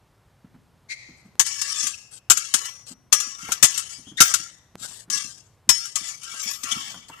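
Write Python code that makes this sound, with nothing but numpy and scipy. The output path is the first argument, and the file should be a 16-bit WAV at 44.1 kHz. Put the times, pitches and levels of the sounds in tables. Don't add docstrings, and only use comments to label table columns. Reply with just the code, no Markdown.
import sys
import numpy as np
from scipy import signal
from scipy.fft import rfft, irfft, next_fast_len
from scipy.io import wavfile
from scipy.ndimage import uniform_filter1d, map_coordinates

SR = 44100
rng = np.random.default_rng(int(sys.argv[2]) if len(sys.argv) > 2 else 0)


def materialize(psi):
    bounded = np.clip(np.atleast_2d(psi).T, -1, 1)
    quanta = np.round(bounded * 32767).astype(np.int16)
    wavfile.write(sys.argv[1], SR, quanta)


N = 317520
TIME = np.arange(N) / SR
TOP_HZ = 14400

# t/s, clash level/dB, contacts in quick succession,
# ring level/dB, mode that the contact point favours f/Hz
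BLOWS = [(1.395, -2, 2, -38, 6685), (1.463, -17, 1, -47, 6685), (1.614, -13, 1, -42, 5394),
         (1.868, -15, 1, -44, 7332), (2.2995, 4, 2, -34, 7332), (2.3715, -10, 1, -45, 7073),
         (2.539, -3, 1, -37, 8525), (2.654, -23, 1, -43, 5815), (3.126, 2, 1, -29, 5815),
         (3.201, -13, 1, -46, 7073), (3.519, -9, 1, -45, 5815), (3.6265, 6, 3, -41, 8525),
         (3.776, -13, 3, -46, 8040), (4.2035, 8, 2, -38, 5815), (4.339, -5, 1, -43, 8040),
         (5.1, -16, 1, -40, 6228), (5.691, 2, 1, -28, 5394), (5.853, -24, 1, -50, 7332),
         (5.956, -11, 1, -43, 7332), (6.232, -29, 1, -54, 3111), (6.634, -19, 1, -46, 6685),
         (6.716, -22, 1, -40, 3111)]
# f/Hz, relative level/dB, t60/s
SABRE_MODES = [(1200, -7, 0.2), (1668, -10, 0.5), (1810, -24, 0.2), (1995, -10, 0.71), (3111, -14, 0.21),
               (4190, -12.5, 0.45), (4530, -5.5, 0.17), (5394, 0.5, 0.42), (5815, -4, 0.65),
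               (6685, 0.5, 0.32), (6570, -3, 0.55), (7073, -2, 0.45), (7360, 4, 0.15), (8040, -2, 0.21),
               (8500, 5.5, 0.12), (9571, -12.5, 0.31), (10100, -9.5, 0.24)]
# f/Hz, relative level/dB
SCRAPE_COLOUR = [(1000, -23.5), (2400, -12), (3200, -6.5), (4400, -8), (5500, 1), (6800, -1), (8500, -8.5),
                 (10000, -11.5), (11800, -24), (14000, -38.5)]
# f/Hz, relative level/dB
THUD_COLOUR = [(15, -30.5), (30, -14), (90, -4), (160, -2.5), (320, -4), (500, -9.5), (950, 3.5),
               (1800, -8.5), (4000, -24)]


def amp(db):
    return 10 ** (np.asarray(db) / 20)


def unit(x):
    return x / np.sqrt(np.mean(x ** 2) + 1e-20)


def fade(t, t60):
    return np.exp(-np.log(1000) * t / np.maximum(t60, 1e-3))


def along(points, hz):
    f, v = np.transpose(points)
    return np.interp(np.log(hz + 1), np.log(f + 1), v)


def filtered(x, response):
    n = x.shape[-1]
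    padded = next_fast_len(n + 4096)
    spectrum = rfft(x, padded) * response(np.fft.rfftfreq(padded, 1 / SR))
    return irfft(spectrum, padded)[..., :n]


def tinted(x, colour):
    return unit(filtered(x, lambda hz: amp(along(colour, hz))))


def wobble(rate, n=N):
    knots = rng.standard_normal(int(n * rate / SR) + 4)
    return map_coordinates(knots, [np.arange(n) * rate / SR])


def add(track, s, sound):
    room = track[max(round(s * SR), 0):][:len(sound)]
    room += sound[:len(room)]


def patchy(x, depth_db, size=(3, 9)):
    z = signal.stft(x, nperseg=512)[2]
    across_bins = uniform_filter1d(rng.standard_normal(z.shape), size[0], 0)
    field = unit(uniform_filter1d(across_bins, size[1], 1))
    return unit(signal.istft(z * amp(depth_db * field), nperseg=512)[1][:len(x)])


def grains(rate):
    return unit((rng.random(N) < rate / SR) * rng.standard_normal(N))


def ringing(modes, t, scatter_db):
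    hz, db, t60 = np.transpose(modes)[:, :, None]
    gain = amp(db + scatter_db * rng.standard_normal(hz.shape))
    tones = np.sin(2 * np.pi * (hz * t + rng.random(hz.shape)))
    return np.sum(gain * fade(t, t60) * tones, 0)


def overtones(count=120):
    return np.linspace(1100, TOP_HZ, count) + rng.uniform(-55, 55, count)


def clashes(crowd, noise_share=1.0, rise_s=0.00096, focus_db=5, focus_hz=900):
    # f/Hz, relative level/dB
    clash_colour = [(40, -60.5), (300, -50.5), (800, -15.5), (1200, -3.5), (1800, -8), (3200, -1),
                    (4400, -3), (5500, 2), (6800, 7.5), (8500, 1), (10000, -3), (11800, -7), (14000, -19.5)]
    rebound_s, rebound_loss_db = .013, 7.5
    clash_t60_s, thud_t60_s = .08, 0.083
    thud_db, thud_grows = -24, 1.6
    t, out = TIME[:SR // 5], np.zeros(N)
    waves = np.exp(2j * np.pi * crowd[:, None] * t)
    attack = 1 - np.exp(-t / rise_s)
    contacts = [(s + k * rebound_s, db - k * rebound_loss_db, favoured)
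                for s, db, count, _, favoured in BLOWS for k in range(round(count))]
    for s, db, favoured in contacts:
        focus = amp(focus_db * np.exp(-((crowd - favoured) / focus_hz) ** 2))
        chance = rng.standard_normal(len(crowd)) + 1j * rng.standard_normal(len(crowd))
        modes = unit(((focus * chance) @ waves).real)
        burst = modes + noise_share * rng.standard_normal(len(t))
        add(out, s, amp(db) * tinted(burst, clash_colour) * attack * fade(t, clash_t60_s))
        thud = tinted(rng.standard_normal(len(t)), THUD_COLOUR) * attack * fade(t, thud_t60_s)
        add(out, s, amp(thud_db + thud_grows * db) * thud)
    return out


def rings():
    favour_db, favour_reach_hz = 14, 170
    t, out = TIME[:int(SR * .7)], np.zeros(N)
    for s, _, _, ring_db, favoured in BLOWS:
        modes = [(hz, db + favour_db * np.exp(-((hz - favoured) / favour_reach_hz) ** 2), t60)
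                 for hz, db, t60 in SABRE_MODES]
        add(out, s, amp(ring_db) * ringing(modes, t, scatter_db=3.5))
    return out


def shimmer(flicker_db=4):
    # t/s, f/Hz, t60/s, level/dB
    high_tones = [(4.205, 12966, 0.19, -5), (4.205, 13800, 0.25, -29), (6.42, 13630, 0.93, -34),
                  (6.5, 12900, 0.43, -36)]
    t, out = TIME[:SR // 2], np.zeros(N)
    for s, hz, t60, db in high_tones:
        drift_hz = 12 * wobble(60, len(t))
        drift = 2 * np.pi * np.cumsum(drift_hz) / SR
        flicker = unit(amp(flicker_db * wobble(30, len(t))))
        tone = np.sin(2 * np.pi * hz * t + drift) * flicker
        add(out, s, amp(db) * signal.windows.tukey(len(t), .04) * fade(t, t60) * tone)
    return out


def pressure():
    # t/s, length/s, first level/dB,
    # change of pressure along the way/dB, hand guard against blade/dB
    slide_contacts = [(1.442, 0.16, -23, -6, -18), (1.615, 0.24, -30.5, 7.5, -17),
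                      (2.34, 0.2, -27.5, -8.5, -18), (2.552, 0.046, -23.5, -7.5, -11.5),
                      (2.61, 0.067, -35.5, -3.5, -3.5), (3.12, .22, -23.5, -15.5, -10),
                      (3.38, 0.15, -45, 11, 0), (3.67, 0.28, -23.5, -13, -16.5),
                      (4.236, 0.16, -19.5, -11, -14), (5.112, 0.22, -16, -23.5, -19.5),
                      (5.707, .19, -20.5, -16, -24.5), (5.948, 0.14, -32, 3, -11),
                      (6.21, .29, -40.5, 15, -9.5), (6.63, 0.29, -32, -4.5, -1.5),
                      (7.10, 0.14, -60.5, 5.5, 13)]
    bite_s, release_db_per_s = .012, 142
    guard_follows, guard_sag_db_per_s = 1, 19.5
    blade, guard, t = np.zeros(N), np.zeros(N), TIME[:SR]
    for s, length, db, change_db, guard_db in slide_contacts:
        bite = 1 - np.exp(-t / bite_s)
        contact = bite * amp(db - release_db_per_s * np.maximum(t - length, 0))
        press_db = change_db * np.minimum(t / length, 1)
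        add(blade, s, contact * amp(press_db))
        add(guard, s, contact * amp(guard_db + guard_follows * press_db - guard_sag_db_per_s * t))
    return blade, guard


def slide(crowd, song_db=-10, rasp_db=-5, judder_db=1.52):
    # f/Hz, relative level/dB
    guard_colour = [(200, -20.5), (500, -6), (800, -2), (1200, -2.5), (1450, -8), (1750, -6), (2200, -6),
                    (3000, -10), (6000, -26.5)]
    blade_gain, guard_gain = pressure()
    nicks, t = grains(rate=4000), TIME[:SR // 3]

    def excite(modes):
        return unit(signal.fftconvolve(nicks, ringing(modes, t, scatter_db=0))[:N])

    crowd_modes = [(hz, 0, .11) for hz in crowd]  # f/Hz, level/dB, t60/s
    steel = excite(crowd_modes) + amp(rasp_db) * nicks
    steel = patchy(steel, depth_db=4)
    song = amp(song_db) * excite(SABRE_MODES)
    blade = unit(tinted(steel, SCRAPE_COLOUR) + song) * blade_gain
    guard = tinted(steel, guard_colour) * guard_gain
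    return (blade + guard) * amp(judder_db * wobble(110))


def squeals(second_db=-6, third_db=-14, rasp=0.34):
    # t/s, middle pitch f/Hz, length/s, level/dB
    stick_slips = [(0.883, 2162, 0.075, -31.5), (1.928, 2740, 0.03, -37.5), (4.042, 3225, 0.1, -45.5),
                   (4.173, 1880, 0.036, -26.5), (4.168, 3650, 0.022, -28.5), (4.253, 1770, 0.012, -30),
                   (6.706, 3220, 0.035, -20.5), (6.713, 3304, 0.54, -70)]
    out = np.zeros(N)
    for s, hz, length, db in stick_slips:
        n = int(length * SR)
        waver_hz = 150 * wobble(700, n)
        pitch = hz * np.linspace(.975, 1.025, n) + waver_hz
        phase = 2 * np.pi * np.cumsum(pitch) / SR
        tone = np.sin(phase) + amp(second_db) * np.sin(2 * phase) + amp(third_db) * np.sin(3 * phase)
        rough = rasp * tinted(rng.standard_normal(n), SCRAPE_COLOUR)
        add(out, s, amp(db) * unit(np.hanning(n) * (tone + rough)))
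    return out


def feet():
    # t/s, level/dB
    footfalls = [(0.443, -42.5), (0.541, -40.5), (1.087, -39), (1.251, -41.5), (1.835, -43.5),
                 (2.903, -41.5), (3.264, -43.5), (4.067, -38.5), (4.115, -39), (4.808, -46), (5.078, -41),
                 (5.152, -44.5), (6.638, -43), (6.757, -34.5)]
    # t/s, level/dB
    dull_slaps = [(3.489, -33), (4.911, -47.5), (6.338, -43.5), (6.944, -40), (7.097, -40)]
    # f/Hz, relative level/dB
    sole_colour = [(25, -20.5), (80, -9.5), (200, 6), (320, -2), (500, -23), (1500, -21.5), (6000, -45.5)]
    shuffle_start_s, shuffle_gap_s, shuffle_db = 2.9, 0.33, -42.5
    t, out = TIME[:SR // 4], np.zeros(N)
    shuffle = [(s + shuffle_gap_s * rng.random(), shuffle_db)
               for s in np.arange(shuffle_start_s, N / SR, shuffle_gap_s)]
    step_shape = (1 - np.exp(-t / 0.0041)) * fade(t, 0.11)
    for s, db in footfalls + shuffle:
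        add(out, s, amp(db) * tinted(rng.standard_normal(len(t)), sole_colour) * step_shape)
    for s, db in dull_slaps:
        add(out, s, amp(db) * tinted(rng.standard_normal(len(t)), THUD_COLOUR) * fade(t, 0.091))
    return out


def scuffs(fall_db=-6):
    # t/s, length/s, level/dB
    ground_strokes = [(1.162, 0.065, -59.5), (1.24, 0.055, -65), (2.103, 0.099, -42), (2.856, 0.089, -39),
                      (4.765, 0.3, -38), (4.822, 0.045, -33.5), (7.082, 0.024, -41.5)]
    # f/Hz, relative level/dB
    grit_colour = [(200, -13), (700, -2), (2000, -4.5), (5000, 6.5), (6300, 5), (7700, 12), (10000, 0.5),
                   (14000, -14)]
    stroke = np.zeros(N)
    for s, length, db in ground_strokes:
        n = int(length * SR)
        easing = amp(db + fall_db * np.linspace(-.5, .5, n))
        add(stroke, s, easing * signal.windows.tukey(n, .45))
    grit = patchy(grains(rate=5800), depth_db=3.5)
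    return stroke * tinted(grit, grit_colour) * amp(1.2 * wobble(84))


def taps():
    # t/s, peak level/dB
    close_taps = [(1.355, -37.5), (4.7554, -23)]
    width_s = 0.00078
    u, out = TIME[:SR // 100] / width_s, np.zeros(N)
    for s, db in close_taps:
        add(out, s, amp(db) * (1 - u) * np.exp(-u))
    return out


def court(x):
    # f/Hz, t60/s
    court_decay = [(150, 0.76), (2000, 0.76), (7000, 0.79), (14000, 0.12)]
    hz, t, z = signal.stft(rng.standard_normal((2, SR)), SR, nperseg=256)
    build_up = 1 - np.exp(-t / 0.066)
    decaying = z * fade(t, along(court_decay, hz)[:, None]) * build_up
    tail = signal.istft(decaying, SR, nperseg=256)[1]
    return signal.fftconvolve(x[None], tail / np.linalg.norm(tail[0]), axes=1)[:, :N]


def town():
    # f/Hz, relative level/dB
    town_colour = [(15, -52), (25, -14.5), (118, 0), (154, -4.5), (237, -15.5), (1000, -17.5),
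                   (2430, -27.5), (13800, -38.5), (15000, -56)]
    noise = rng.standard_normal(N) + 0.16 * rng.standard_normal((2, N))
    return amp(-61 + 0.92 * wobble(1.4)) * tinted(noise, town_colour)


def microphones(x, lag_s=0.00063, scatter=3.1, count=3):
    # f/Hz, level/dB
    right_shade = [(250, 0.5), (800, -8.5), (1200, -4), (1800, 0), (2400, -7.5), (3200, -16), (4400, -14.5),
                   (5500, -21), (6800, -24.5), (8500, -23), (10000, -20.5), (11300, -9.5), (13000, 0.5)]
    t = TIME[:SR // 50]
    bounces = rng.standard_normal((count, len(t))) * fade(t, 0.02)
    paths = signal.fftconvolve(x[None], bounces / np.linalg.norm(bounces[0]), axes=1)[:, :N]
    shares = np.array([wobble(6) for _ in paths])
    scattered = np.sum(shares * paths, 0) / np.linalg.norm(shares, axis=0)
    right = (x + scatter * scattered) / np.hypot(1, scatter)

    def shade_and_delay(hz):
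        return amp(along(right_shade, hz)) * np.exp(-2j * np.pi * hz * lag_s)

    return np.array([x, filtered(right, shade_and_delay)])


def scene():
    crowd = overtones()
    blades = clashes(crowd) + rings() + slide(crowd) + shimmer()
    squeal, steps = squeals(), feet()
    direct = microphones(blades + squeal + scuffs()) + steps + taps()
    echo = court(amp(-45.0) * blades + amp(-13) * squeal + amp(-12.0) * steps)
    return direct + echo * amp([[0], [-5]]) + town()


def record(dry):
    limit_db, window_s = -2, 0.0017
    power = np.abs(uniform_filter1d(dry ** 2, max(int(window_s * SR), 1), axis=1))
    limited = dry / np.maximum(1, np.sqrt(power) / amp(limit_db))
    return filtered(np.clip(limited, -1, 1), lambda hz: 1 / np.sqrt(1 + (hz / TOP_HZ) ** 120))


dry = scene()
out = record(dry)
materialize(out)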